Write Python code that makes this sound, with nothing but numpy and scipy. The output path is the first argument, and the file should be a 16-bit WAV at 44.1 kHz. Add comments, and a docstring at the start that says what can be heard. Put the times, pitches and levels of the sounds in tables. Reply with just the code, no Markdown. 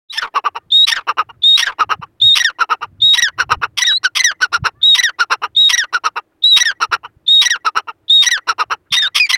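"""After a very short silence, light wind is heard on open ground and one francolin whistles, high and nearly pure.
A second bird answers with a rasp, a pip and a falling note, then hoarse clucks, and the duet goes on.
Soon gusts, thumps and two faint distant notes join in, and the far field edge sends back a faint echo.
The whistle and clear notes are bending sine waves; rasps and clucks are uneven pulses ringing resonances.
Wind is coloured noise, thumps are short low waves, and the echo is a burst of noise used as a filter."""
import sys
import numpy as np
from scipy import signal
from scipy.fft import rfft, irfft
from scipy.io import wavfile
from scipy.ndimage import uniform_filter1d

SR = 44100
rng = np.random.default_rng(int(sys.argv[2]) if len(sys.argv) > 2 else 0)


def master(y):
    """Save y as 16-bit WAV."""
    cut = np.clip(np.atleast_2d(y).T, -1, 1)
    pcm = np.round(cut * 32767)  # scale
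    wavfile.write(sys.argv[1], SR, pcm.astype(np.int16))


N = 413216

# Gusts: (middle t/s, length/s, level/dB before the lumps)
GUSTS = [(0.625, 0.35, -57.5), (1.299, 0.43, -55.5), (1.928, 0.32, -46.5), (2.257, 0.11, -42.5),
         (2.981, 0.33, -45.5), (3.521, .35, -38.5), (4.68, 0.36, -48.5), (5.5, 0.3, -54.5),
         (7.004, 0.31, -58.5), (8.7, 0.3, -59)]
# Colour of the wind noise: (f/Hz, level/dB)
WIND_COLOUR = [(25, -35), (60, -7.5), (110, -1), (190, -15), (300, -20), (600, -54), (1500, -95.5)]
# Thumps of wind on the microphone: (start t/s, level/dB, f/Hz)
THUMPS = [(1.988, -24.5, 140), (2.259, -31.5, 152), (3.029, -30.5, 115), (3.22, -37.5, 163),
          (3.52, -23.5, 115), (3.56, -23.5, 65), (4.62, -13, 120), (6.888, -35, 80.3), (7.16, -38, 97),
          (8.908, -29, 140)]
# Colour of the quiet air: (f/Hz, level/dB)
AIR_COLOUR = [(250, -18), (317, -3.5), (400, -12.5), (1740, -26), (6000, -42)]
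# Faint calls of a distant bird: (t/s, length/s, first base f/Hz, base f/Hz it nears, level/dB)
DISTANT = [(.59, .07, 590, 610, -66), (4.74, .085, 520, 600, -58)]
# Overtones of the distant call: (multiple of the base pitch, level/dB)
DISTANT_OVERTONES = [(2, 0), (3, -5)]
# Clucks: (t/s, length scale/s, growl level/dB, treble trim/dB, windpipe f/Hz at full effort, clear note level/dB)
CLUCKS = [(0.337, 0.056, -11.5, -30.5, 1177, -9.5), (0.437, 0.049, -12.5, -35, 1213, -11),
          (0.544, .04, -19, -34, 1150, -27.5), (1.066, 0.053, -12.5, -32, 1252, -13),
          (1.167, 0.055, -12, -34, 1302, -12), (1.286, 0.029, -29.5, -45, 1160, -36.5),
          (1.781, 0.057, -10, -29, 1304, -7.5), (1.889, 0.055, -11, -32.5, 1305, -12),
          (2.01, 0.038, -26, -36, 1200, -27), (2.583, 0.059, -11, -26, 1394, -9.5),
          (2.688, 0.058, -11.5, -31, 1295, -11.5), (2.806, 0.047, -19, -34.5, 1240, -21.5),
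          (3.375, 0.06, -11, -23.5, 1474, -10.5), (3.49, 0.057, -10, -28, 1281, -12),
          (3.611, 0.048, -12, -32.5, 1426, -16.5), (4.028, 0.046, -11.5, -11, 1543, -8.5),
          (4.4, 0.058, -10.5, -15.5, 1522, -7.5), (4.516, 0.057, -12, -17, 1440, -10.5),
          (4.636, 0.052, -10, -24, 1426, -28), (5.181, 0.058, -10.5, -17.5, 1467, -7.5),
          (5.295, .055, -9.5, -23, 1367, -16), (5.414, 0.052, -14.5, -32.5, 1245, -20.5),
          (5.922, .056, -12, -19.5, 1453, -9), (6.033, 0.053, -11.5, -21.5, 1312, -10.5),
          (6.153, 0.042, -14.5, -32.5, 1304, -19), (6.798, 0.056, -11, -20, 1347, -9.5),
          (6.909, 0.051, -9.5, -25.5, 1467, -19), (7.029, 0.043, -26.5, -41.5, 1205, -33),
          (7.642, 0.052, -12, -20, 1340, -9.5), (7.746, .055, -11.5, -26, 1330, -12.5),
          (7.869, 0.043, -21, -38, 1266, -27), (8.467, .057, -10.5, -19.5, 1377, -9),
          (8.578, 0.055, -11, -24.5, 1293, -10), (8.696, .049, -12, -29, 1355, -17)]
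# Resonances of a cluck: (multiple of the windpipe pitch, added f/Hz, basic width/Hz, level/dB)
# The first four are the bass group, the rest the treble group.
PIPE = [(.26, 0, 220, -4.5), (1.0, 0, 380, 22.5), (0, 2800, 330, 9), (1.5, 0, 1100, -3), (0, 4100, 300, -3),
        (0, 5500, 260, -1), (0, 4300, 3200, -16), (0, 9300, 4000, -27)]
# Colour the beak gives to the clucks: (f/Hz, level/dB)
CLUCK_BEAK = [(120, -30), (300, -2), (700, -4), (1300, 0), (2000, 0), (3400, 4), (4800, -1), (5800, 4),
              (6500, -10), (9000, -2), (16000, 8)]
# Colour of the open beak in harsh sounds: (f/Hz, level/dB)
OPEN_BEAK = [(200, -38), (1000, -19), (1500, -14), (2100, -6.5), (2350, -13), (2750, -4), (3300, -1),
             (4000, -16), (4600, -12), (5600, -8), (6200, -20), (7200, -38), (8200, -25), (10500, -24.5),
             (16000, -41)]
# Colour of the beak in clear notes: (f/Hz, level/dB)
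SUNG_BEAK = [(900, -1), (2000, 2.5), (3900, -1), (5900, -1), (6700, -14), (7600, -25), (9600, -19),
             (16000, -37.5)]
# Rasps that open a phrase: (t/s, length/s, top level/dB before the lumps)
RASPS = [(0.12, 0.055, -25.5), (0.864, 0.048, -11), (1.569, 0.051, -10), (2.349, 0.043, -9),
         (3.131, 0.036, -14), (3.769, 0.04, -11.5), (4.149, 0.042, -10.5), (4.944, 0.027, -10.5),
         (5.687, 0.034, -10), (6.56, 0.036, -10.5), (7.412, 0.035, -10.5), (8.217, 0.039, -13),
         (8.917, 0.047, -11), (9.143, 0.054, -9), (9.288, .034, -10.5)]
# Pips: (t/s, length/s without its edges, f/Hz, starting level/dB)
PIPS = [(0.18, 0.012, 1782, -18), (.921, 0.011, 1830, -13.5), (1.625, 0.012, 1892, -14.5),
        (2.4, 0.02, 1898, -14.5), (3.178, 0.02, 1925, -13.5), (3.819, 0.017, 1949, -13.5),
        (4.195, 0.017, 2025, -13.5), (4.985, 0.019, 1957, -12.5), (5.73, 0.022, 1946, -13.5),
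        (6.604, .024, 1930, -14), (7.456, 0.019, 1939, -13.5), (8.264, .021, 1940, -14),
        (8.969, 0.021, 1967, -17), (9.334, 0.017, 2036, -12.5)]
# Falling notes: (t/s, length/s, first f/Hz, last f/Hz, first level/dB, fade/dB, hoarseness against the tone/dB)
FALLS = [(0.215, 0.057, 1704, 1051, -22.5, -11, 8.5), (0.954, .053, 2040, 1173, -27, -9.5, 11.5),
         (1.658, 0.062, 2073, 1112, -22, -12.5, 9.5), (2.444, 0.053, 1874, 1352, -10, -14.5, -31),
         (3.221, 0.06, 1946, 1460, -10.5, -11, -24.5), (3.866, .054, 1942, 1460, -15.5, -8.5, -20),
         (4.241, 0.071, 1983, 1469, -9, -14.5, -26.5), (5.033, 0.057, 1980, 1469, -9, -14, -25.5),
         (5.777, 0.06, 1964, 1412, -12.5, -10.5, -16), (6.653, 0.057, 1883, 1479, -13, -6.5, -16),
         (7.503, 0.053, 1960, 1318, -10.5, -14.5, -26), (8.311, 0.063, 1987, 1443, -10.5, -13, -23),
         (9.02, 0.05, 1802, 1383, -16.5, -7.5, -9), (9.197, 0.065, 2510, 2290, -10.5, -8.5, -31.5)]
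# Whistles: (t/s, length/s, pitch before its bends f/Hz, sag/Hz, closing flick/Hz, level/dB before tuning)
WHISTLES = [(0.094, 0.031, 3900, 5, 350, -22.5), (0.715, .14, 3784, 9, 323, -5.5),
            (1.431, .14, 3773, 73, 380, -5), (2.212, 0.14, 3799, 157.5, 407, -5),
            (3.014, 0.14, 3830, 89, 283, -6), (3.844, .14, 3874, -23.5, 557, -10.5),
            (4.826, .13, 3877, 171.5, 150.6, -5.5), (5.561, 0.13, 3867, 142.5, 102.5, -5.5),
            (6.433, .148, 3970, 236, 211.4, -5), (7.275, .15, 3798, 81, 300, -5.5),
            (8.093, .14, 3810, 142, 173.6, -5), (8.917, 0.1672, 3746, 166.5, 498, -12)]
# Breathy bands beside the whistle: (multiple of its pitch, width/Hz, level against the whistle/dB)
WHISTLE_AIR = [(.5, 205, -45), (.74, 144.7, -48.5), (1.052, 688, -29), (2.1, 2200, -39),
               (3.102, 2836, -45.5)]
# Throat tuning, loudest where the throat fits the whistle: (whistle f/Hz, level/dB)
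THROAT_TUNING = [(3400, -6.5), (3620, -3), (3760, -1.5), (3870, -1.5), (3990, -8.5)]

# wind
AIR_DB, LUMPS_DB, THUMP_S = -63, 4, .0055
# clucks: where the clear note peaks (share of the length), its rise and tail, its sinking (share per second)
NOTE_AT, NOTE_RISE_S, NOTE_TAIL_S, NOTE_SAG_PER_S = .55, .005, .017, 4.5
TAIL_PER_DB = .3  # the clearer the note, the longer it rings (dB of length per dB)
PIPE_RISE_PER_DB = .0183  # the windpipe pitch climbs with effort (share per dB)
EFFORT_TILT = .08  # each octave up the windpipe follows the effort this much more
JITTER_SOFT, JITTER_PER_DB = .03, .0045  # soft clucks pulse evenly, loud ones break up
WIDEN_PER_DB, DRIFT = .14, .03  # loud clucks ring more broadly; the pitch wavers by this share
# phrases
RASP_JITTER, ROUGH_HISS, RASP_LUMPS_DB = .1, .25, 1.6
UNEVEN_DB, UNEVEN_HZ = 1.6, 90  # how much and how fast the overtones of a clear note waver
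HUM_DB, HUM_DETUNE_DB = -17, 5  # hum before a pip: level against the pip, loss off tuning
BREATH_DB, CRACK_DB = -22, -11  # rasp under a pip; crack against the top of a falling note
FALL_BEND, FADE_BEND = 1.5, 1.1  # pitch and level drop faster towards the end
HOARSE_BEND = .6  # a very hoarse note drops quickly, then lingers low
# whistle: a quick scoop up, a slow climb, a sag between two shares of its length, a flick up
SCOOP_HZ, SCOOP_S, CLIMB_HZ, CLIMB_S = 310, .005, 228.6, .03
SAG_FROM, SAG_TO, FLICK_S = .4, .85, .011
SWING_DB, SWING_S = 2.5, .012  # the level swings as it starts, then settles
SECOND_VOICE_HZ, UNDERTONE_DB, MIRROR_DB, MIRROR_S = 3924, -41, -18.5, .0061
# finish
START_S, CEILING, EDGE_HZ = .0865, .95, 16200


def amp(db):
    """Turns decibels into gain."""
    return 10 ** (np.asarray(db) / 20)


def evened(x):
    """Scales a sound to an average strength (rms) of 1."""
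    return x / np.sqrt(np.mean(x ** 2) + 1e-20)


def read(points, hz):
    """Reads a colour table at any pitch, on a log-frequency axis."""
    f, db = np.transpose(points)
    return np.interp(np.log(hz + 1), np.log(f + 1), db)


def coloured(x, points):
    """Filters by a colour table, the treble a little late so that clicks smear; rms 1."""
    hz = np.fft.rfftfreq(len(x), 1 / SR)
    smear = np.exp(-1j * np.pi * hz ** 2 * .001 / 4000)
    return evened(irfft(rfft(x) * smear * amp(read(points, hz)), len(x)))


def add(mix, s, sound):
    """Mixes a sound in at time s, cutting what runs past the end."""
    part = mix[round(s * SR):][:len(sound)]
    part += sound[:len(part)]


def curve(rows):
    """Draws straight lines between rows of (time, values) and samples each column."""
    s, *columns = np.transpose(rows)
    t = np.arange(s[0], s[-1], 1 / SR)
    return [np.interp(t, s, c) for c in columns]


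def wobble(count, hz):
    """Makes a smooth random curve that changes about hz times a second."""
    size = max(int(SR / hz), 1)
    noise = rng.standard_normal(count + 2 * size)
    return evened(uniform_filter1d(uniform_filter1d(noise, size), size))[:count]


def resonate(x, hz, width):
    """Shifts hz down to zero, smooths twice and shifts back: a steep resonance."""
    turn = np.exp(2j * np.pi * np.cumsum(hz * np.ones(len(x))) / SR)
    r = np.exp(-np.pi * width / SR)
    return 2 * (turn * signal.lfilter([(1 - r) ** 2], [1, -2 * r, r * r], x / turn)).real


def wind():
    """Lumpy gusts of low noise and single thumps on the microphone, over the quiet air of the field."""
    t = np.arange(N) / SR
    gusts = amp(-68) + sum(amp(db) * np.exp(-(2.4 * (t - s) / length) ** 2) for s, length, db in GUSTS)
    out = gusts * amp(LUMPS_DB * wobble(N, 24)) * coloured(rng.standard_normal(N), WIND_COLOUR)
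    u = np.arange(0, 5, 1 / (SR * THUMP_S))  # time counted in thump widths
    for s, db, hz in THUMPS:
        add(out, s, amp(db) * np.exp(-(u - 2) ** 2) * np.sin(2 * np.pi * hz * THUMP_S * u))
    return out + amp(AIR_DB) * coloured(rng.standard_normal(N), AIR_COLOUR)


def distant():
    """A thin rising note from far across the field, made of overtones without their base pitch."""
    out = np.zeros(N)
    for s, length, first_hz, last_hz, db in DISTANT:
        share = np.arange(0, length, 1 / SR) / length
        hz = last_hz + (first_hz - last_hz) * np.exp(-4 * share)
        phase = 2 * np.pi * np.cumsum(hz) / SR
        sound = sum(amp(g) * np.cos(k * phase) for k, g in DISTANT_OVERTONES)
        add(out, s, amp(db) * sound * signal.windows.tukey(len(share), .5))
    return out


def field(x):
    """Short scatter from ground and stalks, and one dull echo from the far edge after 0.15 s."""
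    t = np.arange(SR // 4) / SR
    scatter = coloured(rng.standard_normal(len(t)), [(700, -18.0), (1800, 4), (3500, -18.5)])
    near = scatter * amp(-60 * t / .059) * (t > .002)
    far = scatter * np.exp(-((t - .15) / .0008) ** 2)
    taps = amp(-28.0) * near / np.linalg.norm(near) + amp(-56.0) * far / np.linalg.norm(far)
    return signal.fftconvolve(x, taps)[:N]


def pulses(hz, jitter, shimmer_db, hiss):
    """Uneven closures of the syrinx (voice organ) membranes, with air noise leaking between them."""
    turns = np.cumsum(hz * np.exp(jitter * wobble(len(hz), 900))) / SR
    clicks = np.diff(np.floor(turns), prepend=0) * amp(shimmer_db * rng.standard_normal(len(hz)))
    return evened(clicks) + hiss * rng.standard_normal(len(hz))


def clucks():
    """A growl of pulses rings the windpipe; for a moment it clears into a short sinking note."""
    out = np.zeros(N)
    for s, length, db, treble_db, hz, note_db in CLUCKS:
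        # pulses per second and effort in dB: both swell to the middle, then fall
        rate, swell_db = curve([
            (0, 300, -24), (.08 * length, 300, -16), (.25 * length, 400, -9), (.5 * length, 500, 0),
            (.8 * length, 450, -6), (1.08 * length, 410, -18), (1.25 * length, 380, -38)])
        jitter = JITTER_SOFT + JITTER_PER_DB * max(db + 26, 0)
        drive = pulses(rate, jitter, shimmer_db=3.0, hiss=.13)
        drive_centred = drive - drive.mean()
        drift = DRIFT * wobble(len(rate), 270)
        widen = amp(WIDEN_PER_DB * (db + 27.5))
        rings = []
        for n, (k, fixed_hz, width, g) in enumerate(PIPE):
            ring_hz = k * hz * (1 + PIPE_RISE_PER_DB * swell_db) + (k * hz + fixed_hz) * drift + fixed_hz
            gain = amp(g + EFFORT_TILT * swell_db * np.log2(1 + k + fixed_hz / hz))
            rings.append((-1) ** n * gain * resonate(drive_centred, ring_hz, width * widen))
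        # the treble needs more effort than the bass, so it comes later and leaves sooner
        treble = amp(treble_db + 13.0 + .6 * swell_db) * evened(sum(rings[4:]))
        body = coloured(evened(sum(rings[:4])) + treble, CLUCK_BEAK)

        t = np.arange(len(rate)) / SR - NOTE_AT * length  # zero at the peak of the clear note
        tail_s = NOTE_TAIL_S * amp(TAIL_PER_DB * (note_db - db))
        note_shape = np.exp(-abs(t / np.where(t > 0, tail_s, NOTE_RISE_S)) ** 3)
        phase = 2 * np.pi * np.cumsum(hz * (1 - NOTE_SAG_PER_S * t)) / SR
        overtones = sum(amp(.83 * treble_db - 3.1 * k) * np.cos(k * phase + k * k) for k in range(2, 5))
        note = np.cos(phase) + (1.4 + .5 * wobble(len(rate), 710)) * overtones
        # the growl gives way where the note is clear
        clear = np.clip(amp(2.9 * (note_db - db - 4.0)), 0, .9) * note_shape
        sound = amp(db + swell_db) * body * (1 - clear) + np.sqrt(2) * amp(note_db) * note * note_shape
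        add(out, s, sound * signal.windows.tukey(len(rate), .18))
    return out


def tone(hz, db, detune_db):
    """A clear note of harmonics shaped by the beak; its overtones fade as it leaves the throat tuning."""
    phase = 2 * np.pi * np.cumsum(hz * (1 + .0075 * wobble(len(hz), 200))) / SR
    fade_db = detune_db * abs(np.log(hz / 1960))
    total = 0
    for k in range(1, 13):
        beak_db = read(SUNG_BEAK, k * hz) - read(SUNG_BEAK, hz)
        uneven_db = min(k - 1, 2) * UNEVEN_DB * wobble(len(hz), UNEVEN_HZ)
        # off tuning, the first harmonic gains a little while the others fade
        gain = amp(beak_db - (k - 1.5) * fade_db + uneven_db) * (k * hz < EDGE_HZ)
        total = total + gain * np.cos(k * phase + .74 * (k - 1) ** 2)
    return np.sqrt(2) * amp(db) * total * signal.windows.tukey(len(hz), min(400 / len(hz), 1))


def harsh(hz, db):
    """The same voice gone chaotic: uneven, lumpy pulses through the open beak."""
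    rough = coloured(pulses(hz, jitter=RASP_JITTER, shimmer_db=3.0, hiss=ROUGH_HISS), OPEN_BEAK)
    level = amp(db + RASP_LUMPS_DB * wobble(len(hz), 400))
    lumpy = evened(rough * amp(RASP_LUMPS_DB * wobble(len(hz), 150)))
    return level * lumpy * signal.windows.tukey(len(hz), .5)


def croak(hz, db, width):
    """Slower pulses ring the half-closed throat at hz and its multiples."""
    drive = pulses(hz / 2.6, jitter=.17, shimmer_db=0.0, hiss=.49)
    total = 0
    for k, g in [(1, -3.5), (2, -8), (3, -12.0), (4, -19.0)]:
        # the higher rings die away faster as the level drops
        total = total + amp(g + .9 * (k - 1) * (db - db.max())) * resonate(drive, k * hz, width)
    return amp(db) * evened(total) * signal.windows.tukey(len(hz), .5)


def rasps(out):
    """Adds the chaotic voice that swells and dies to open each phrase."""
    for s, length, db in RASPS:
        add(out, s, harsh(*curve([
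            (0, 1000, db - 11.0), (.12 * length, 1150, db - 4.5),
            (.49 * length, 1200, db), (length, 1050, db - 8)])))


def pips(out):
    """Adds pips: the voice hums near half pitch, cracks, locks on the pip and breaks up again."""
    for s, length, hz, db in PIPS:
        hum_db = db + HUM_DB
        hum = curve([(0, .47 * hz, hum_db - 8), (.012, .5 * hz, hum_db - 3), (.03, .52 * hz, hum_db - 3)])
        add(out, s - .03, tone(*hum, detune_db=HUM_DETUNE_DB))
        crack = curve([(0, hz / 2, db - 24.5), (.018, hz / 2, db - 14),
                       (.028, hz / 2, db + 2.5), (.033, hz / 2, db - 6.5)])
        add(out, s - .028, harsh(*crack))
        pip = curve([(0, .67 * hz, db - 26), (.005, hz, db),
                     (length + .0023, hz, db + 3.5), (length + .0052, .93 * hz, db - 9.0)])
        add(out, s - .003, tone(*pip, detune_db=14.5))
        breath = curve([(0, hz / 2, db + BREATH_DB), (length + .0063, hz / 2, db + BREATH_DB)])
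        add(out, s, harsh(*breath))
        breakup = curve([(0, hz, db - 23.5), (.004, hz, db - 1.5), (.016, hz, db - 15), (.034, hz, db - 28.5)])
        add(out, s + length - .002, croak(*breakup, width=570))


def falling_notes(out):
    """Adds sinking notes, part clear and part hoarse, opened by a crack and closed by a croak."""
    for s, length, first_hz, end_hz, level_db, fade_db, hoarse_db in FALLS:
        share = np.arange(0, length, 1 / SR) / length
        bend = FALL_BEND if hoarse_db < 0 else HOARSE_BEND
        hz = first_hz + (end_hz - first_hz) * share ** bend
        db = level_db + fade_db * share ** FADE_BEND
        clear = 1 / (1 + amp(hoarse_db) ** 2)
        hoarse = croak(hz, db + hoarse_db, width=460)
        rough = harsh(hz / 2, db + min(hoarse_db, -14) - 6)
        add(out, s, clear * tone(hz, db, detune_db=31.0) + hoarse + rough)
        crack_db = db.max() + CRACK_DB
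        crack = curve([(0, 1001, crack_db - 2.5), (.008, 995, crack_db), (.018, 1000, crack_db - 1)])
        add(out, s - .007, harsh(*crack))
        croak_db = db.max() + min(hoarse_db, -24) + 15.0
        closing = curve([(0, end_hz, croak_db - 8.5), (.01, end_hz, croak_db),
                         (.02, end_hz, croak_db - 7.5), (.034, .76 * end_hz, croak_db - 24)])
        add(out, s + length - .006, croak(*closing, width=510))


def phrases():
    """The answering bird's voice turns from rasp to hum, pip and falling note."""
    out = np.zeros(N)
    rasps(out)
    pips(out)
    falling_notes(out)
    return out


def whistler():
    """A nearly pure bending whistle with faint air bands; a tiny rising blip leads into each."""
    out = np.zeros(N)
    for s, length, top_hz, sag_hz, flick_hz, db in WHISTLES:
        t = np.arange(0, length, 1 / SR)
        sag = np.sin(np.pi / 2 * np.clip((t / length - SAG_FROM) / (SAG_TO - SAG_FROM), 0, 1)) ** 2
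        rise_hz = SCOOP_HZ * np.exp(-t / SCOOP_S) + CLIMB_HZ * np.exp(-t / CLIMB_S)
        held_hz = top_hz - rise_hz - sag_hz * sag
        hz = held_hz + flick_hz * np.exp((t - length) / FLICK_S)
        phase = 2 * np.pi * np.cumsum(hz * (1 + .0017 * wobble(len(t), 150))) / SR
        swing_db = SWING_DB * np.sin(np.pi * t / SWING_S - 1) * np.exp(-t / (2 * SWING_S))
        pure = np.sqrt(2) * (np.cos(phase) + amp(-36) * np.cos(2 * phase))
        sound = pure * amp(.6 * wobble(len(hz), 120) + swing_db)
        # a steady second vibration beats with the whistle: a low undertone and a brief mirrored pitch
        second = 2 * np.pi * SECOND_VOICE_HZ * t
        sound += amp(UNDERTONE_DB) * np.cos(second - phase)
        sound += amp(MIRROR_DB) * np.exp(-t / MIRROR_S) * np.cos(2 * second - phase)
        noise = rng.standard_normal(len(hz))
        sound += sum(amp(g) * evened(resonate(noise, k * hz, width)) for k, width, g in WHISTLE_AIR)
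        edges = signal.windows.tukey(len(hz), min(800 / len(hz), 1))
        add(out, s, amp(db + read(THROAT_TUNING, held_hz)) * sound * edges)
        blip_hz = np.linspace(3400, 4600, 1100)
        blip = np.cos(2 * np.pi * np.cumsum(blip_hz) / SR) + .37 * evened(resonate(noise[:1100], 3500, 450))
        blip_shape = signal.windows.tukey(1100, .5) * amp(np.linspace(3, -9, 1100))
        add(out, s - .013, amp(db - 20) * blip * blip_shape)
    return out


def scene():
    """Adds up both birds, their surroundings and the wind."""
    birds = whistler() + phrases() + clucks()
    return (birds + field(birds) + distant() + wind())[None]


def record(dry):
    """Fades in after a short silence, rounds off the loudest peaks, then removes the highest treble."""
    opened = dry * np.clip((np.arange(N) / SR - START_S) / .026, 0, 1)
    rounded = opened / (1 + abs(opened / CEILING) ** 6) ** (1 / 6)
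    low_pass = signal.firwin(511, EDGE_HZ, window=("kaiser", 9), fs=SR)
    return signal.oaconvolve(rounded, low_pass[None], "same")


dry = scene()
out = record(dry)
master(out)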